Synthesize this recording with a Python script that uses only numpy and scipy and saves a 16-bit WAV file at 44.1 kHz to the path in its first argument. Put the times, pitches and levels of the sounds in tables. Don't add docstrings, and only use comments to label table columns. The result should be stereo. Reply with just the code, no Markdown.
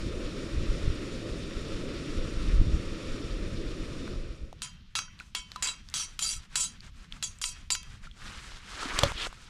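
import sys
import numpy as np
from scipy import signal
from scipy.fft import rfft, irfft, next_fast_len
from scipy.io import wavfile
from scipy.ndimage import uniform_filter1d

SR = 44100
rng = np.random.default_rng(int(sys.argv[2]) if len(sys.argv) > 2 else 0)


def transcribe(u):
    v = np.clip(np.atleast_2d(u).T, -1, 1)
    q = np.round(v * 32767).astype(np.int16)
    wavfile.write(sys.argv[1], SR, q)


N = 418509

# pitch_hz, level_db, ring_s (time to fade by 60 dB)
MUG_TONES = [(1006, -23.5, 0.3), (1330, -16, .15), (1960, -34.5, 1), (2246, -16.5, 0.33), (2570, -17, 0.5),
             (2750, -12, 0.15), (2750, -20.5, 0.49), (3170, -13.5, 0.5), (3300, -8.5, 0.072),
             (3950, -5.5, 0.23), (4530, -11, 0.38), (4750, -7, 0.057), (4870, -9, 0.34), (5250, -17, 0.13),
             (5640, -6, 0.22), (5740, -16, 0.57), (6050, -14, 0.36), (6340, -4.5, 0.21), (6700, -12, 0.33),
             (6730, -17, 0.18), (7120, -2.5, 0.088), (7500, -13.5, 0.091), (7850, -7, 0.14),
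             (8300, -11.5, 0.11), (8830, -6, 0.065), (9600, -9.5, 0.19), (10020, -13.5, 0.1),
             (10600, -36, 0.11), (11200, -20.5, .1)]
# start_s, level_db, tilt_db_per_octave, spot_hz
STRIKES = [(4.6193, -21.5, -1.5, 3030), (4.953, -17.5, -4, 5920), (4.989, -20, -4.5, 3200),
           (5.2, -42, -17, 2500), (5.3493, -17, -4.5, 3230), (5.56, -33.5, -19, 4000),
           (5.6242, -17.5, 2.5, 7500), (5.94, -17, 0, 6020), (6.1912, -18, -1, 3010),
           (6.5556, -13, 3.5, 7550), (6.5697, -31, -18.5, 4600), (7.226, -18.5, -4.5, 6820),
           (7.415, -23.5, 5, 10300), (7.44, -16, -4, 4260), (7.7036, -13, -7, 7400),
           (7.7506, -19, -5.5, 5030)]
# start_s, level_db, rise_s, hold_s, tilt_db_per_octave
SCRAPES = [(4.622, -29, .004, .005, -1.5), (4.953, -22, 0.0029, 0.021, -4), (5.349, -28, 0.003, 0.016, -3),
           (5.626, -21.5, .004, 0.057, -4), (5.944, -26, 0.0033, 0.08, 0), (6.196, -25.5, 0.031, 0.11, 2.5),
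           (6.559, -24, 0.0037, 0.08, 1), (7.227, -32.5, 0.003, 0.012, 3.5), (7.415, -32, .004, .006, 4),
           (7.442, -33, 0.0034, 0.038, 4.5), (7.705, -29.5, 0.0023, 0.014, 5.5),
           (7.751, -37, 0.0029, 0.0066, -0.5)]
# pitch_hz, level_db
SCRATCH_SPECTRUM = [(410, -29), (700, -21.5), (1330, -4), (1840, -7), (3940, -0.5), (7890, -12),
                    (14200, -25), (16000, -43)]
# start_s, level_db, tilt_db_per_octave, spot_hz
KNOCKS = [(8.989, -16.5, -1, 4710), (9.034, -17.5, -5, 533.6)]
# pitch_hz, level_db, ring_s
DULL_TONES = [(121, -13.5, 0.025), (275, -18, 0.024), (560.4, -12, 0.075), (1050, 4, 0.0079),
              (3270, 5.5, 0.01), (4380, 3.5, 0.013), (7600, 2, 0.018)]
# start_s, level_db, pitch_hz, ring_cycles
TICKS = [(4.078, -27.5, 1410, 8.2), (4.528, -28, 680, 4.9), (4.99, -23, 1360, 11), (5.02, -36, 1400, 10),
         (5.081, -46, 1450, 34), (5.191, -35, 3860, 11), (5.2, -31.5, 2430, 23), (5.206, -37, 1440, 36),
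         (5.518, -20, 3900, 6), (5.56, -27.5, 1220, 25), (5.888, -28.5, 4660, 8.7), (5.9, -30, 6700, 7.3),
         (6.806, -34, 4450, 23), (6.845, -43, 6500, 8), (6.866, -39, 6500, 8), (7.124, -23.5, 3300, 13.4),
         (7.387, -36, 7500, 17), (7.831, -25.5, 7960, 4.9), (8.071, -41, 1350, 56), (8.113, -40, 3300, 26),
         (8.519, -30.5, 1030, 4.4), (8.855, -29.5, 265, 14), (9.119, -18, 950, 4.5),
         (9.269, -19.5, 550, 3.6), (9.302, -34, 2500, 5), (9.328, -25.5, 1150, 4.1), (9.347, -36, 2290, 5),
         (9.419, -40, 8500, 5.2)]
# pitch_hz, level_db
MAT_SPECTRUM = [(1000, -17), (3300, 10), (8000, -23)]
# time_s, level_db
BURNER_LEVELS = [(0.0, -47), (2.35, -46), (4.1, -49)]
# pitch_hz, level_db
FLAME_SPECTRUM = [(41, -28), (70, 1), (224, -2), (330, 0.5), (375, -4), (449, -5.5), (562, -7.5),
                  (800, -29.5), (900, -28), (1170, -35), (1980, -120)]
JET_SPECTRUM = [(470, -28), (800, -13.5), (1320, 5.5), (1610, -4), (2410, -4), (3650, -3.5), (5580, -7),
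                (6250, -12.5), (7080, -13), (7730, -15.5), (9690, -18.5), (14100, -40.5), (16000, -64)]
# pitch_hz, width_hz, lift_db
JET_PEAKS = [(1350, 280, -2.5), (1830, 170, 3.5), (2480, 540, 4), (3610, 76, 5.5), (5590, 150, 4),
             (6980, 170, 5.5), (8900, 260, 3)]
# time_s, level_db
GUST_LEVELS = [(0, -30), (.48, -41.5), (.56, -27), (.71, -23.5), (.8, -37.5), (.88, -22), (1.0, -40),
               (1.74, -35), (2.05, -43), (2.2, -28), (2.39, -31), (2.46, -23), (2.63, -17.5), (2.9, -36.5),
               (3.36, -32), (4.04, -36.5), (4.14, -32), (4.48, -40.5), (4.58, -53), (6.1, -50), (6.37, -41),
               (6.5, -50), (8.4, -44.5), (8.75, -51), (9.05, -32), (9.2, -42), (9.49, -53.5)]
# pitch_hz, level_db
WIND_SPECTRUM = [(6, -14), (14, 5), (27, 6), (60, -3), (110, -13), (200, -22.5), (400, -37), (900, -58)]
# time_s, level_db
ARM_LEVELS = [(8.17, -57), (8.25, -48), (8.55, -50), (8.61, -57), (8.68, -51.5), (8.8, -40), (8.97, -37.5),
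              (9.04, -32.5), (9.118, -41), (9.135, -46), (9.269, -40.5), (9.285, -58)]
# middle_s, level_db, half_length_s
SWISHES = [(5.211, -57.5, 0.042), (5.57, -56.5, 0.15), (5.79, -60.5, 0.072), (5.926, -57.5, 0.11),
           (6.09, -59, 0.15), (6.426, -58, 0.071), (6.568, -51, 0.095), (6.718, -57.5, 0.092),
           (6.858, -54, 0.056), (7.008, -58, 0.1), (7.148, -56, 0.057), (7.295, -58.5, 0.22),
           (7.578, -56.5, 0.14), (7.912, -54.5, 0.14), (8.049, -51.5, 0.043)]
# pitch_hz, level_db
CLOTH_SPECTRUM = [(150, -28), (300, -8.5), (650, -12.5), (1000, -6), (1350, -1), (1900, -3.5), (3500, -5),
                  (7500, -11), (10000, -18), (14600, -40), (16000, -70)]
# pitch_hz, level_db
AIR_SPECTRUM = [(35, -23), (60, -11.5), (200, -16.5), (390, -41), (800, -46.5), (1250, -38), (3200, -36.5),
                (6000, -44), (14000, -63.5)]
# pitch_hz, likeness (1 is the same)
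STEREO_LIKENESS = [(25, .5), (60, .58), (110, .72), (200, .86), (400, .95), (1300, .92), (2400, .86),
                   (4400, .93), (8000, .97), (13000, .4)]
# pitch_hz, left_over_right_db
STEREO_BALANCE = [(60, -0.5), (180, -1), (550, -2.5), (1650, -3), (4970, -2), (15000, 1)]

FADE_FROM_S, FADE_S = 4.097, 0.62
SLOSH_SHARE, GLIDE_SHARE_PER_S = .012, .08
SAG_DB_PER_S = 47
LIFT_OFF_S, LIFT_OFF_DB_PER_S, DULLING_DB_PER_OCTAVE_S = 0.13, 339, 49


def spoon_strikes():
    return struck(STRIKES, MUG_TONES, level_db=-21, scatter_db=4.5,
                  detune=SLOSH_SHARE / 2, glide_per_s=GLIDE_SHARE_PER_S)


def spoon_scrapes():
    level_db, tilt, t = np.full(N, -100.), np.zeros(N), np.arange(N) / SR
    which_scrape = np.full(N, -1)
    for k, (start_s, top_db, rise_s, hold_s, start_tilt) in enumerate(SCRAPES):
        on = (t > start_s) & (t < start_s + rise_s + hold_s + LIFT_OFF_S)
        age_s = t[on] - start_s
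        which_scrape[on] = k
        level_db[on] = top_db + contact_db(age_s, rise_s, hold_s, SAG_DB_PER_S, LIFT_OFF_DB_PER_S)
        tilt[on] = start_tilt - DULLING_DB_PER_OCTAVE_S * np.maximum(age_s - rise_s - hold_s, 0)
    chatter = from_db(level_db + 1.2 * drift(60)) * bumps(per_s=1500, spread_db=3.0)
    wall = np.zeros(N)
    splits = rng.normal(0, 1, (len(MUG_TONES), len(SCRAPES), 2))
    for (hz, tone_db, ring_s), pairs in zip(MUG_TONES, splits):
        strength = from_db(tone_db + tilt * octaves(hz) + 4.0 * drift(14))
        push = chatter * strength * rng.choice([-1, 1], N) / np.sqrt(ring_s * SR)
        for k, ((start_s, *_), pair) in enumerate(zip(SCRAPES, pairs)):
            at = round(start_s * SR)
            part = slice(at, at + SR // 2)
            spot_hz = min(STRIKES, key=lambda hit: abs(hit[0] - start_s))[3]
            own_push = push[part] * (which_scrape[part] == k) * from_db(spot_lift_db(hz, spot_hz))
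            for shift in pair:
                wall[part] += ring(own_push, hz * (1 + SLOSH_SHARE * shift), 0.5 * ring_s)
    grit = bumps(per_s=5000, spread_db=2.2)
    scratch = noise(SCRATCH_SPECTRUM, flicker_db=3.0, flicker_hz=40, tilt=tilt, source=grit)
    return wall + from_db(level_db - 17.5) * scratch


def spoon_knocks():
    return struck(KNOCKS, DULL_TONES, level_db=-5.5, scatter_db=3.5, detune=SLOSH_SHARE, glide_per_s=0)


def ticks():
    out, t = np.zeros(N), np.arange(2000) / SR
    for start_s, level_db, hz, cycles in TICKS:
        age = t * hz / np.clip(cycles, 1, 40)
        shape = (1 - np.exp(-t * hz * 1.9)) * from_db(-60 * age)
        tone = np.sin(2 * np.pi * hz * t * (1 + 0.033 * age))
        at = round(start_s * SR)
        out[at:at + len(t)] += from_db(level_db + 3.5) * shape * tone
    return out


def snaps():
    loudness = np.zeros(N)
    for events, snap_db, fade_s in (STRIKES, -5.5, 0.021), (KNOCKS, -0.5, 0.021), (TICKS, -18, 0.012):
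        clicks = np.zeros(N)
        for start_s, level_db, *_ in events:
            clicks[round(start_s * SR)] = from_db(level_db + snap_db)
        softened = signal.lfilter([.1], [1, -.9], clicks + 1e-18)
        loudness += signal.lfilter([1], [1, -from_db(-60 / (fade_s * SR))], softened)
    return loudness * noise(SCRATCH_SPECTRUM, flicker_db=1.0, flicker_hz=120)


def spoon_slide():
    age_s = np.arange(N) / SR - 9.13
    shape_db = contact_db(age_s, rise_s=0.113, hold_s=0.0089, sag_db_per_s=0, stop_db_per_s=1506)
    return from_db(shape_db - 34.5) * noise(MAT_SPECTRUM, flicker_db=2.5, flicker_hz=30)


def burner():
    flame = from_db(8.5) * noise(FLAME_SPECTRUM, flicker_db=1.0, flicker_hz=11.3)
    jet = noise(JET_SPECTRUM, flicker_db=1.07, flicker_hz=25.5, peaks=JET_PEAKS)
    return from_db(over_time(BURNER_LEVELS)) * first_scene_share() ** 1.7 * (flame + jet)


def wind():
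    gust_db = over_time(GUST_LEVELS)
    swirls = bumps(per_s=350, spread_db=2.5)
    tilt = 0.064 * (gust_db + 36.5)
    rumble = noise(WIND_SPECTRUM, flicker_db=4.0, flicker_hz=10.2, tilt=tilt, source=swirls)
    power = uniform_filter1d(np.mean(rumble ** 2, axis=0), size=SR // 5)
    return from_db(gust_db) * rumble / np.sqrt(power + 1e-12)


def sleeve():
    arm_db = over_time([(ARM_LEVELS[0][0] - .1, -100)] + ARM_LEVELS)
    swell, t = from_db(arm_db), np.arange(N) / SR
    for middle_s, level_db, half_s in SWISHES:
        swell += from_db(level_db) * hump((t - middle_s) / half_s)
    tilt = -0.8 - .15 * np.maximum(arm_db + 49.5, 0)
    slips = np.sqrt(.75 + .25 * bumps(per_s=1500, spread_db=3.0) ** 2)
    return swell * noise(CLOTH_SPECTRUM, flicker_db=2.0, flicker_hz=25, tilt=tilt, source=slips)


def quiet_air():
    hush = noise(AIR_SPECTRUM, flicker_db=2.5, flicker_hz=8.7)
    return from_db(-56.5) * (1 - first_scene_share()) * hush


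def struck(hits, tones, level_db, scatter_db, detune, glide_per_s):
    out, t = np.zeros(N + SR), np.arange(SR // 2) / SR
    luck = rng.normal(0, 1, (len(hits), 3, len(tones)))
    delays = rng.integers(0, SR // 1000, (len(hits), len(tones)))
    for (start_s, hit_db, tilt, spot_hz), hit_luck, hit_delays in zip(hits, luck, delays):
        for (hz, tone_db, ring_s), strength, shift, bend, delay in zip(tones, *hit_luck, hit_delays):
            colour_db = tone_db + spot_lift_db(hz, spot_hz) + tilt * octaves(hz)
            gain = from_db(level_db + hit_db + colour_db + scatter_db * strength)
            cycles = hz * t * (1 + detune * shift + glide_per_s * bend * t / 2)
            at = round(start_s * SR) + delay
            out[at:at + len(t)] += gain * from_db(-60 * t / ring_s) * np.sin(2 * np.pi * cycles)
    return out[:N]


def spot_lift_db(hz, spot_hz):
    return 11 * np.exp(-(np.log(hz / spot_hz) / .05) ** 2)


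def ring(clicks, hz, ring_s):
    decay, step = from_db(-60 / (ring_s * SR)), 2 * np.pi * hz / SR
    return signal.lfilter([0, np.sin(step)], [1, -2 * decay * np.cos(step), decay ** 2], clicks + 1e-18)


def contact_db(age_s, rise_s, hold_s, sag_db_per_s, stop_db_per_s):
    held_s = age_s - rise_s
    rise_db = 20 * np.log10(np.clip(age_s / rise_s, 1e-5, 1))
    sag_db = sag_db_per_s * np.clip(held_s, 0, hold_s)
    return rise_db - sag_db - stop_db_per_s * np.maximum(held_s - hold_s, 0)


def noise(spectrum, flicker_db, flicker_hz, tilt=0, peaks=(), source=1):
    size = next_fast_len(N)
    hz = np.maximum(np.arange(size // 2 + 1) * SR / size, 1)
    lowest_hz, highest_hz = spectrum[0][0] / 2, spectrum[-1][0] * 2
    mid, side = rfft(rng.standard_normal((2, N)) * source, size)
    alike, lean = at_pitch(STEREO_LIKENESS, hz), from_db(at_pitch(STEREO_BALANCE, hz) / 2)
    shape = from_db(at_pitch(spectrum, hz)) * (hz > lowest_hz)
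    for centre_hz, width_hz, lift_db in peaks:
        shape *= from_db(lift_db / (1 + (2 * (hz - centre_hz) / width_hz) ** 2))
    pair = np.sqrt(1 + alike) * mid + np.sqrt(1 - alike) * side * [[1], [-1]]
    pair = shape * pair * [lean, 1 / lean]
    pair /= np.sqrt(np.mean(irfft(pair, size)[:, :N] ** 2))
    out, together = 0, drift(flicker_hz / 4)
    for centre_hz in 16 * 2. ** np.arange(11):
        if lowest_hz < centre_hz < highest_hz:
            band = irfft(pair * hump(np.log2(hz / centre_hz)), size)[:, :N]
            wobble_db = flicker_db * (0.58 * together + drift(flicker_hz))
            out = out + from_db(wobble_db + tilt * octaves(centre_hz)) * band
    return out


def bumps(per_s, spread_db):
    sizes = from_db(spread_db * np.minimum(rng.exponential(1, N), 4))
    return unit_level(sizes * (rng.random(N) < per_s / SR))


def drift(rate_hz):
    memory = np.exp(-80 * np.pi * rate_hz / SR)
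    steps = rng.standard_normal(N // 40 + 2002)
    slow = signal.lfilter([1], [1, -2 * memory, memory ** 2], steps)[2000:]
    return np.interp(np.arange(N) / 40, np.arange(len(slow)), unit_level(slow))


def first_scene_share():
    return np.clip(1 - (np.arange(N) / SR - FADE_FROM_S) / FADE_S, 0, 1)


def octaves(hz):
    return np.log2(min(hz, 8000) / 3000)


def hump(x):
    return np.cos(np.clip(x, -1, 1) * np.pi / 2) ** 2


def over_time(rows):
    return np.interp(np.arange(N) / SR, *np.transpose(rows))


def at_pitch(rows, hz):
    pitches_hz, values = np.transpose(rows)
    return np.interp(np.log(hz), np.log(pitches_hz), values)


def from_db(db):
    return 10 ** (np.asarray(db) / 20)


def unit_level(x):
    return x / np.sqrt(np.mean(x ** 2) + 1e-20)


def scene():
    taps = (spoon_strikes() + spoon_knocks() + ticks()) * from_db([[-.3], [.3]])
    return taps + sleeve() + spoon_slide() + burner() + wind() + quiet_air() + spoon_scrapes() + snaps()


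def record(dry):
    return signal.sosfilt(signal.cheby2(12, 70, 16300, fs=SR, output="sos"), dry)


dry = scene()
out = record(dry)
transcribe(out)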